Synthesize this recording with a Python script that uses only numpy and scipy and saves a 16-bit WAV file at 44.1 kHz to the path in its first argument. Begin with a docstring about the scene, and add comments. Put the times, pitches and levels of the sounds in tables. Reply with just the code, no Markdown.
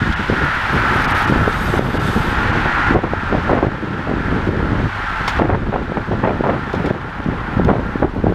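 """Tyres of a passing peloton roar and hiss on asphalt: shaped noise with ringing treads and rims.
A fine high hiss, first chain sizzle and then faint background, is grainy shaped noise with small ticks.
Clacks are noise bursts in the bicycle's modes; freewheels buzz as pawl clicks ring their hubs.
Wind and the riders' wake buffet a small roadside camera: turbulent noise in gusts, plus lone eddy pulses.
Its gain control ducks everything at strong peaks, so the tyres swell back slowly after each strong gust.
The treble dips briefly here and there, each time leaving a thin whistle."""
import sys
import numpy as np
from scipy import signal
from scipy.fft import rfft, irfft, next_fast_len
from scipy.io import wavfile
from scipy.ndimage import uniform_filter1d, minimum_filter1d, map_coordinates

SR = 44100
rng = np.random.default_rng(int(sys.argv[2]) if len(sys.argv) > 2 else 0)


def file_out(sig):
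    """Save sig as 16-bit WAV at sys.argv[1]."""
    # one column per channel
    cols = np.atleast_2d(sig).T
    # limit, then scale
    lim = np.clip(cols, -1, 1)
    pcm = np.round(lim * 32767).astype(np.int16)
    wavfile.write(sys.argv[1], SR, pcm)


N = 367882
TIME = np.arange(N) / SR


def gain_of(db):
    """Turns decibels into a linear gain."""
    return 10 ** (np.asarray(db) / 20)


def evened(x):
    """Scales a sound to rms 1."""
    return x / np.sqrt(np.mean(x ** 2) + 1e-20)


def follow(rows):
    """Draws each column of an automation table as a straight-line curve over the scene."""
    s, *columns = np.transpose(rows)
    return [np.interp(TIME, s, column) for column in columns]


def add(mix, s, sound):
    """Mixes a sound in at time s, cutting whatever runs past the end."""
    part = mix[max(round(s * SR), 0):][:len(sound)]
    part += sound[:len(part)]


def coloured(x, points):
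    """Equalizes x to a spectrum drawn on a log-frequency axis, at rms 1."""
    f, db = np.transpose(points)
    size = next_fast_len(len(x))
    hz = np.fft.rfftfreq(size, 1 / SR)
    curve_db = np.interp(np.log(hz + 1), np.log(f), db)
    return evened(irfft(rfft(x, size) * gain_of(curve_db), size)[:len(x)])


def wander(hz, size):
    """Smooth random modulation of rms 1 that changes up to hz times a second."""
    place = np.arange(size) * 8 * hz / SR  # eight random steps per change
    smooth = signal.windows.gaussian(9, 4 / np.pi)
    noise = rng.standard_normal(size // 8 + 64)[:int(place[-1]) + 12]
    steps = np.convolve(noise, smooth, "valid")
    return evened(np.interp(place, np.arange(len(steps)), steps))


def ring(x, modes):
    """Excites steep resonances (two passes each) with x, each scaled to its own level."""
    out = np.zeros(len(x))
    for hz, width, db in modes:
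        b, a = signal.iirpeak(hz, hz / (width * np.pi / 2), fs=SR)
        resonance = signal.lfilter(b, a, signal.lfilter(b, a, x))
        out += gain_of(db) * evened(resonance)
    return out


def file_of_riders(tread, riders_per_s=2.4, glide=0.025045):
    """Riders in single file: each tread tone swells, sinks in pitch and hands over to the next."""
    rate = riders_per_s * np.exp(.25 * wander(2, size=N))
    place = np.cumsum(rate) / SR + rng.random()
    turn = np.pi * (place % 1)
    heard_at = np.cumsum(1 + glide * np.cos(turn))  # Doppler: fast on approach, slow after
    return np.sin(turn) ** 2 * np.interp(heard_at, np.arange(len(tread)), tread)


# the passing bunch: (t/s, roar level/dB, near-tyre hiss level/dB)
BUNCH_LEVELS = [(0, -24, -35.5), (.25, -21, -35), (0.6, -18.5, -34.5), (1.2, -17, -31.5),
                (1.6, -22.5, -37.5), (2.1, -21, -31.5), (2.8, -18, -36), (3.3, -17.5, -33), (3.9, -19, -34),
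                (4.6, -18.5, -33.5), (5.25, -17.5, -32), (6.5, -21, -35.5), (7.45, -22, -38.5),
                (8.34, -26.5, -39)]
# riders coming abreast: (t/s, rim level/dB, tread Doppler factor)
ABREAST_CURVE = [(0, -11.5, 1.081), (.5, -14, 1.023), (.8, -9.5, 0.968), (2, -4, 0.962), (2.6, -6, 1.053),
                 (3.2, -6, 1), (5.3, -6, 0.996), (8.34, -0.5, 1.026)]
# spectrum of the road roar: (f/Hz, level/dB per Hz)
ROAR_SPECTRUM = [(400, -38), (560, -15.5), (760, -14.5), (900, -5.5), (1150, -10.5), (1380, -1.5),
                 (1750, -6), (2400, -14.5), (3700, -30), (7000, -55.5), (15000, -73)]
# tyre tread resonances before Doppler: (f/Hz, width/Hz, level/dB)
TREAD_MODES = [(1369.5, 103, -3.5), (1568.2, 68, -9), (1678, 191, -6)]
# hollow rim resonances: (f/Hz, width/Hz, level/dB)
RIM_MODES = [(872, 156.3, -0.5), (1056.2, 239, -0.5)]
# spectrum of the nearest tyres' hiss: (f/Hz, level/dB per Hz)
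HISS_SPECTRUM = [(1500, -20), (2500, -0.5), (3300, -1), (4300, -8), (5400, -14), (7500, -22.5),
                 (11000, -32.5), (15000, -38)]


def tyres(grain_db=0.6849, grain_hz=70, tread_db=-3, files=3):
    """Rough asphalt shakes the tyres; treads and rims ring, and the nearest tyres hiss."""
    roar_db, hiss_db = follow(BUNCH_LEVELS)
    rims_db, doppler = follow(ABREAST_CURVE)
    grain = gain_of(grain_db * wander(grain_hz, size=N))
    road = rng.standard_normal((3, N)) * grain
    # the files share one tread noise, read half a second apart
    tread = ring(rng.standard_normal(N + files * SR // 2), TREAD_MODES)
    treads = evened(sum(file_of_riders(tread[k * SR // 2:]) for k in range(files)))
    treads = map_coordinates(treads, [np.cumsum(doppler)], order=3, mode="mirror")
    roar = evened(coloured(road[0], ROAR_SPECTRUM) + gain_of(tread_db) * treads)
    rims = gain_of(rims_db) * evened(ring(road[1], RIM_MODES))
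    hiss = coloured(road[2], HISS_SPECTRUM)
    return gain_of(roar_db) * (roar + rims) + gain_of(hiss_db) * hiss


# fine high hiss, chain sizzle at first, then a faint steady background: (t/s, level/dB)
FINE_HISS_LEVELS = [(0, -59.5), (.45, -56), (1.19, -44.5), (1.6, -59.5), (2.9, -61), (5.2, -56), (6.2, -59),
                    (8.34, -57.5)]
# spectrum of the fine hiss: (f/Hz, level/dB per Hz)
FINE_HISS_SPECTRUM = [(3000, -7), (5000, 5), (7500, -7), (9500, -1.5), (12000, -6), (15000, -10.5)]
# resonances of the small ticks: (f/Hz, width/Hz, level/dB)
TICK_MODES = [(9000, 900, -0.5), (11500, 1200, 0)]


def fine_hiss(grain_db=2.0, grain_hz=300, ticks_per_s=14, tick_db=-11, tick_spread_db=4):
    """Chain rollers on many cogs blur into a sizzle, then a faint background hiss; small ticks dot it."""
    level_db, = follow(FINE_HISS_LEVELS)
    grain = gain_of(grain_db * wander(grain_hz, size=N))
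    hiss = coloured(rng.standard_normal(N) * grain, FINE_HISS_SPECTRUM)
    strengths = gain_of(tick_spread_db * rng.standard_normal(N))
    strikes = (rng.random(N) < ticks_per_s / SR) * strengths
    ticks = evened(ring(strikes, TICK_MODES))
    return gain_of(level_db) * (hiss + gain_of(tick_db) * ticks)


def eddies(eddy_hz, size, ragged_db, ragged_hz, low_hz, fine):
    """Turbulent pressure: clumped kicks, rounded off above the rate at which eddies cross the port."""
    kicks = rng.standard_normal(size) * gain_of(ragged_db * wander(ragged_hz, size=size))
    full = next_fast_len(size + 2048)  # spare room for the filter's tail
    hz = np.fft.rfftfreq(full, 1 / SR)
    low_cut = 1j * hz / (low_hz + 1j * hz)
    shape = low_cut / (1 + 1j * hz / eddy_hz) / (1 + (hz / (fine * eddy_hz)) ** 2)
    return evened(irfft(rfft(kicks, full) * shape, full)[:size])


def swing(hz, order=4):
    """An eddy crossing the port gives a quick swing or two of pressure, centred in 40 ms."""
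    t = np.arange(-SR // 50, SR // 50) / SR
    phase = np.exp(2j * np.pi * rng.random())
    return (phase / (1 - 2j * np.pi * hz * t / order) ** order).real


# air moving past the microphone: (t/s, flutter level/dB, rumble level/dB before its trim)
BREEZE_LEVELS = [(0, -36, -21), (0.45, -23, -29), (0.6, -31.5, -24.5), (0.75, -21, -29.5),
                 (1.4, -24.5, -18.5), (1.7, -20.5, -20.5), (1.95, -17.5, -38.5), (2.2, -14, -20),
                 (2.8, -23, -21.5), (3.5, -17, -12.5), (3.95, -14, -28), (4.78, -13, -8), (4.97, -27, -23),
                 (5.32, -22.5, -19.5), (5.5, -8.5, -5.5), (6.1, -13, -20.5), (6.8, -18, -33),
                 (7.6, -18, -17), (8.34, -15, -16)]
# spectrum of the deep rumble: (f/Hz, level/dB per Hz)
RUMBLE_SPECTRUM = [(10, 11), (22, -7), (45, 7.5), (70, 0), (105, 4), (170, -25.5), (400, -53.5)]


def breeze(rumble_trim_db=-1.5, puffs_per_s=14, puff_db=6, puff_hz=400, sizes=3):
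    """Slow air rumbles and flutters on the microphone, with stray small puffs."""
    flutter_db, rumble_db = follow(BREEZE_LEVELS)
    flutter = eddies(130.7, size=N, ragged_db=3.5, ragged_hz=39.398, low_hz=78.7, fine=4.7)
    for hz in np.geomspace(puff_hz / 2, puff_hz, sizes):
        strikes = rng.random(N) < puffs_per_s / sizes / SR
        puffs = signal.oaconvolve(1. * strikes, swing(hz), "same")
        flutter = flutter + gain_of(puff_db) * puffs
    rumble = coloured(rng.standard_normal(N), RUMBLE_SPECTRUM)
    return gain_of(flutter_db) * flutter + gain_of(rumble_db + rumble_trim_db) * rumble


# gusts striking the microphone: (t/s at half rise, length/s, level/dB before trim, eddy rate f/Hz)
GUST_EVENTS = [(0.014, 0.095, -15, 124.6), (0.191, 0.0295, -18.5, 184.4), (.294, 0.0436, -12.5, 217),
               (0.413, 0.027, -15, 187), (0.741, 0.188, -20, 189), (1.294, 0.2046, -12, 181),
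               (1.735, 0.165, -15, 259), (2.559, 0.047, -18, 220), (2.905, 0.0317, -9, 175),
               (2.945, 0.0455, -1, 362), (3.031, 0.0433, -7, 410), (3.321, 0.0638, -6, 304),
               (3.489, .11, -4.5, 460), (3.622, 0.0271, -2, 401), (3.663, 0.0243, -3.5, 291),
               (3.821, 0.154, -12.5, 253), (4.07, 0.065, -11, 330.4), (4.278, 0.13, -10, 209.9),
               (4.47, 0.4, -9, 182.5), (5.392, 0.0677, 0.5, 442.6), (5.49, 0.0626, -0.5, 505),
               (5.57, 0.137, -9.5, 181), (5.724, 0.05707, -4, 504.1), (5.966, 0.0215, -3, 530),
               (6.108, 0.036, -4, 249), (6.234, 0.056, -0.5, 496), (6.302, 0.05, -7, 300),
               (6.437, 0.1203, -5.5, 516), (6.736, 0.07, -9.5, 344), (6.844, 0.118, -10, 297),
               (7.256, 0.1015, -8, 160.4), (7.565, 0.1155, -4.5, 126.6), (7.684, 0.046, 0, 380),
               (7.75, 0.052, -9, 324), (8.022, 0.0332, 1, 330), (8.16, 0.0385, -7.5, 190),
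               (8.237, 0.062, -1, 220)]


def gusts(half_rise_s=0.004044, release_s=0.0163, trim_db=-1, crest=4.61, swings_per_s=30,
          swing_db=6, swing_ratio=1.634, front_s=0.005957, front_db=11, sag_db=3):
    """A gust leads with one large eddy, sags as a ragged train and dies away; faster air is sharper."""
    out = np.zeros(N)
    for s, length, db, eddy_hz in GUST_EVENTS:
        t = np.arange(round((length + .08) * SR)) / SR
        swell = np.minimum(t / (2 * half_rise_s), 1)
        swell = swell * np.exp(-np.maximum(t - length, 0) / release_s)
        swell = swell * gain_of(sag_db * (.5 - t / length))
        small = eddies(eddy_hz, size=len(t), ragged_db=5.0, ragged_hz=89.37, low_hz=73, fine=2.81)
        strikes = gain_of(swing_db) * (rng.random(len(t)) < swings_per_s / SR)
        add(strikes, half_rise_s + front_s, gain_of([front_db]))  # the leading eddy
        large = signal.fftconvolve(strikes, swing(swing_ratio * eddy_hz), "same")
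        pressure = evened(swell * (small + large)) * np.sqrt(np.mean(swell ** 2))
        rounded = crest * np.tanh(pressure / crest)  # soft limit on the peaks
        add(out, s - half_rise_s, gain_of(db + trim_db) * rounded)
    return out


# chains and gears clacking: (t/s, level/dB before trim, 60 dB decay time/s)
CLACK_EVENTS = [(.124, -16.5, 0.052), (1.044, -11.5, 0.046), (1.525, -15, 0.04893), (5.277, -2, 0.084),
                (5.29, -13.5, 0.1), (6.73, -9.5, 0.0271), (6.747, -13.5, .05), (6.858, -11.5, .06),
                (7.241, -17, 0.024), (7.647, -2.5, 0.0149)]
# bicycle resonances: (f/Hz, width/Hz, level/dB)
FRAME_MODES = [(1110, 506, 10.5), (2205, 235, 8.5), (3218, 586, 7.5), (4450, 394, 0.5), (4963, 910, 0.5),
               (6160, 670, -15), (7840, 730, -14), (10400, 1230, -24.5), (12700, 900, -17.5)]


def clacks(rise_s=0.00074, trim_db=-7):
    """A chain jumps a cog or slaps the frame: a short noise rattle in the bicycle's modes."""
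    out, t = np.zeros(N), np.arange(SR // 6) / SR
    for s, db, t60 in CLACK_EVENTS:
        rattle = evened(ring(rng.standard_normal(len(t)), FRAME_MODES))
        attack = 1 - np.exp(-t / rise_s)
        add(out, s, gain_of(db + trim_db - 60 * t / t60) * attack * rattle)
    return out


# lone eddies thumping out of the wind: (t/s at centre, level/dB before trim, f/Hz)
THUMP_EVENTS = [(.33, -9, 500), (1.479, -1.5, 522), (1.794, 4, 470.5), (1.954, -2.5, 480), (3.136, 5, 600),
                (3.589, 5, 1000), (3.631, 7.5, 349), (4.115, 4, 460), (4.491, 5.5, 314), (5.502, 9, 1300),
                (5.761, 6.5, 754.7), (5.921, 3, 600), (6.409, 7.5, 397), (6.469, 6, 1100), (6.911, 6, 400),
                (7.598, 6, 504), (7.958, 2, 290), (8.031, 7, 1084), (8.324, 1, 474.6)]


def thumps(trim_db=1):
    """Lone eddies strike the port, each one a single pressure swing."""
    out = np.zeros(N)
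    for s, db, hz in THUMP_EVENTS:
        pressure = swing(hz)
        add(out, s - len(pressure) / 2 / SR, gain_of(db + trim_db) * pressure)
    return out


def wind(port_hz=2800, lowest_hz=14):
    """The microphone's port muffles the finest eddies and lets steady pressure leak away."""
    port = signal.butter(3, [lowest_hz, port_hz], "band", fs=SR, output="sos")
    return signal.sosfilt(port, breeze() + gusts() + thumps())


# coasting riders: (t/s, buzz level/dB, Doppler factor)
COASTING_CURVE = [(1.0, -72, 1.1), (1.35, -50.5, 0.91), (1.62, -39.5, 1.053), (1.775, -41.5, 0.94),
                  (1.8, -43.5, .995), (2.08, -36.5, .97), (2.3, -42.5, 1.02), (2.6, -73, 1),
                  (2.95, -80, 0.73)]
# freewheel hub resonances before Doppler: (f/Hz, width/Hz, level/dB)
HUB_MODES = [(3688, 190, 1), (4740, 610, -2.5), (6460, 336, -7), (8260, 1450, -4), (9090, 400, -14),
             (11420, 1450, -6.5), (12880, 2200, -10)]


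def freewheels(pawl_hz=270, spread=.15, rattle=0.043, shade_db=1.6, hubs=4):
    """Pawls snap over the ratchets of several hubs; Doppler bends their ring as riders pass."""
    level_db, doppler = follow(COASTING_CURVE)
    clicks = np.zeros(N)
    for _ in range(hubs):
        hub_hz = pawl_hz * np.exp(spread * rng.standard_normal())
        rate = hub_hz * (1 + 0.023 * wander(10, size=N))
        snaps = np.diff(np.floor(np.cumsum(rate) / SR), prepend=0)
        clicks += snaps * rng.uniform(.5, 1, N)
    drive = clicks - clicks.mean() + rattle * hubs * rng.standard_normal(N)
    buzz = np.zeros(N)
    for mode in HUB_MODES:
        shade = gain_of(shade_db * wander(14, size=N))  # legs and wheels shade each mode separately
        buzz += ring(drive, [mode]) * shade
    passing = map_coordinates(buzz, [np.cumsum(doppler)], order=3, mode="mirror")
    return gain_of(level_db) * evened(passing)


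def scene():
    """Bicycles, fine hiss and wind sum at one microphone."""
    soft_ends = signal.windows.tukey(N, .001)
    bicycles = tyres() + clacks() + freewheels()
    return (soft_ends * (bicycles + fine_hiss() + wind()))[None]


def gain_control(x, limit_db=-2.0517, recover_db_per_s=7, sense_s=.003):
    """Turns down around each peak over the limit, then recovers at a steady rate in dB."""
    window = max(round(sense_s * SR), 1)
    peak = -minimum_filter1d(-abs(x), window)  # highest magnitude nearby
    over_db = np.maximum(20 * np.log10(peak + 1e-9) - limit_db, 0)
    recovery_db = recover_db_per_s * TIME
    # the deepest duck so far holds, less what has been recovered since
    duck_db = np.maximum.accumulate(over_db + recovery_db, axis=-1) - recovery_db
    return x * gain_of(-uniform_filter1d(duck_db, window))


# brief treble dips: (t/s at centre, depth/dB)
TREBLE_DIPS = [(.152, 17.5), (1.07, 16), (1.136, 12.5), (1.264, 12), (1.987, 13.5), (2.521, 8)]


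def record(dry, dip_s=0.0052, treble_hz=3000, whistle_hz=2880, whistle_db=-33, edge_hz=15250):
    """Treble dips leave a thin whistle; gain control ducks the peaks; a low-pass limits the band."""
    dips = [np.exp(-.5 * ((TIME - s) / dip_s) ** 2) for s, _ in TREBLE_DIPS]
    depth_db = sum(db * dip for (_, db), dip in zip(TREBLE_DIPS, dips))
    high_pass = signal.butter(4, treble_hz, "high", fs=SR, output="sos")
    treble = signal.sosfiltfilt(high_pass, dry)
    whistle = gain_of(whistle_db) * sum(dips) * np.sin(2 * np.pi * whistle_hz * TIME)
    sound = gain_control(dry + (gain_of(-depth_db) - 1) * treble + whistle)
    band_limit = signal.firwin(511, edge_hz, window=("kaiser", 9), fs=SR)
    return signal.oaconvolve(sound, band_limit[None], "same")


dry = scene()
out = record(dry)
file_out(out)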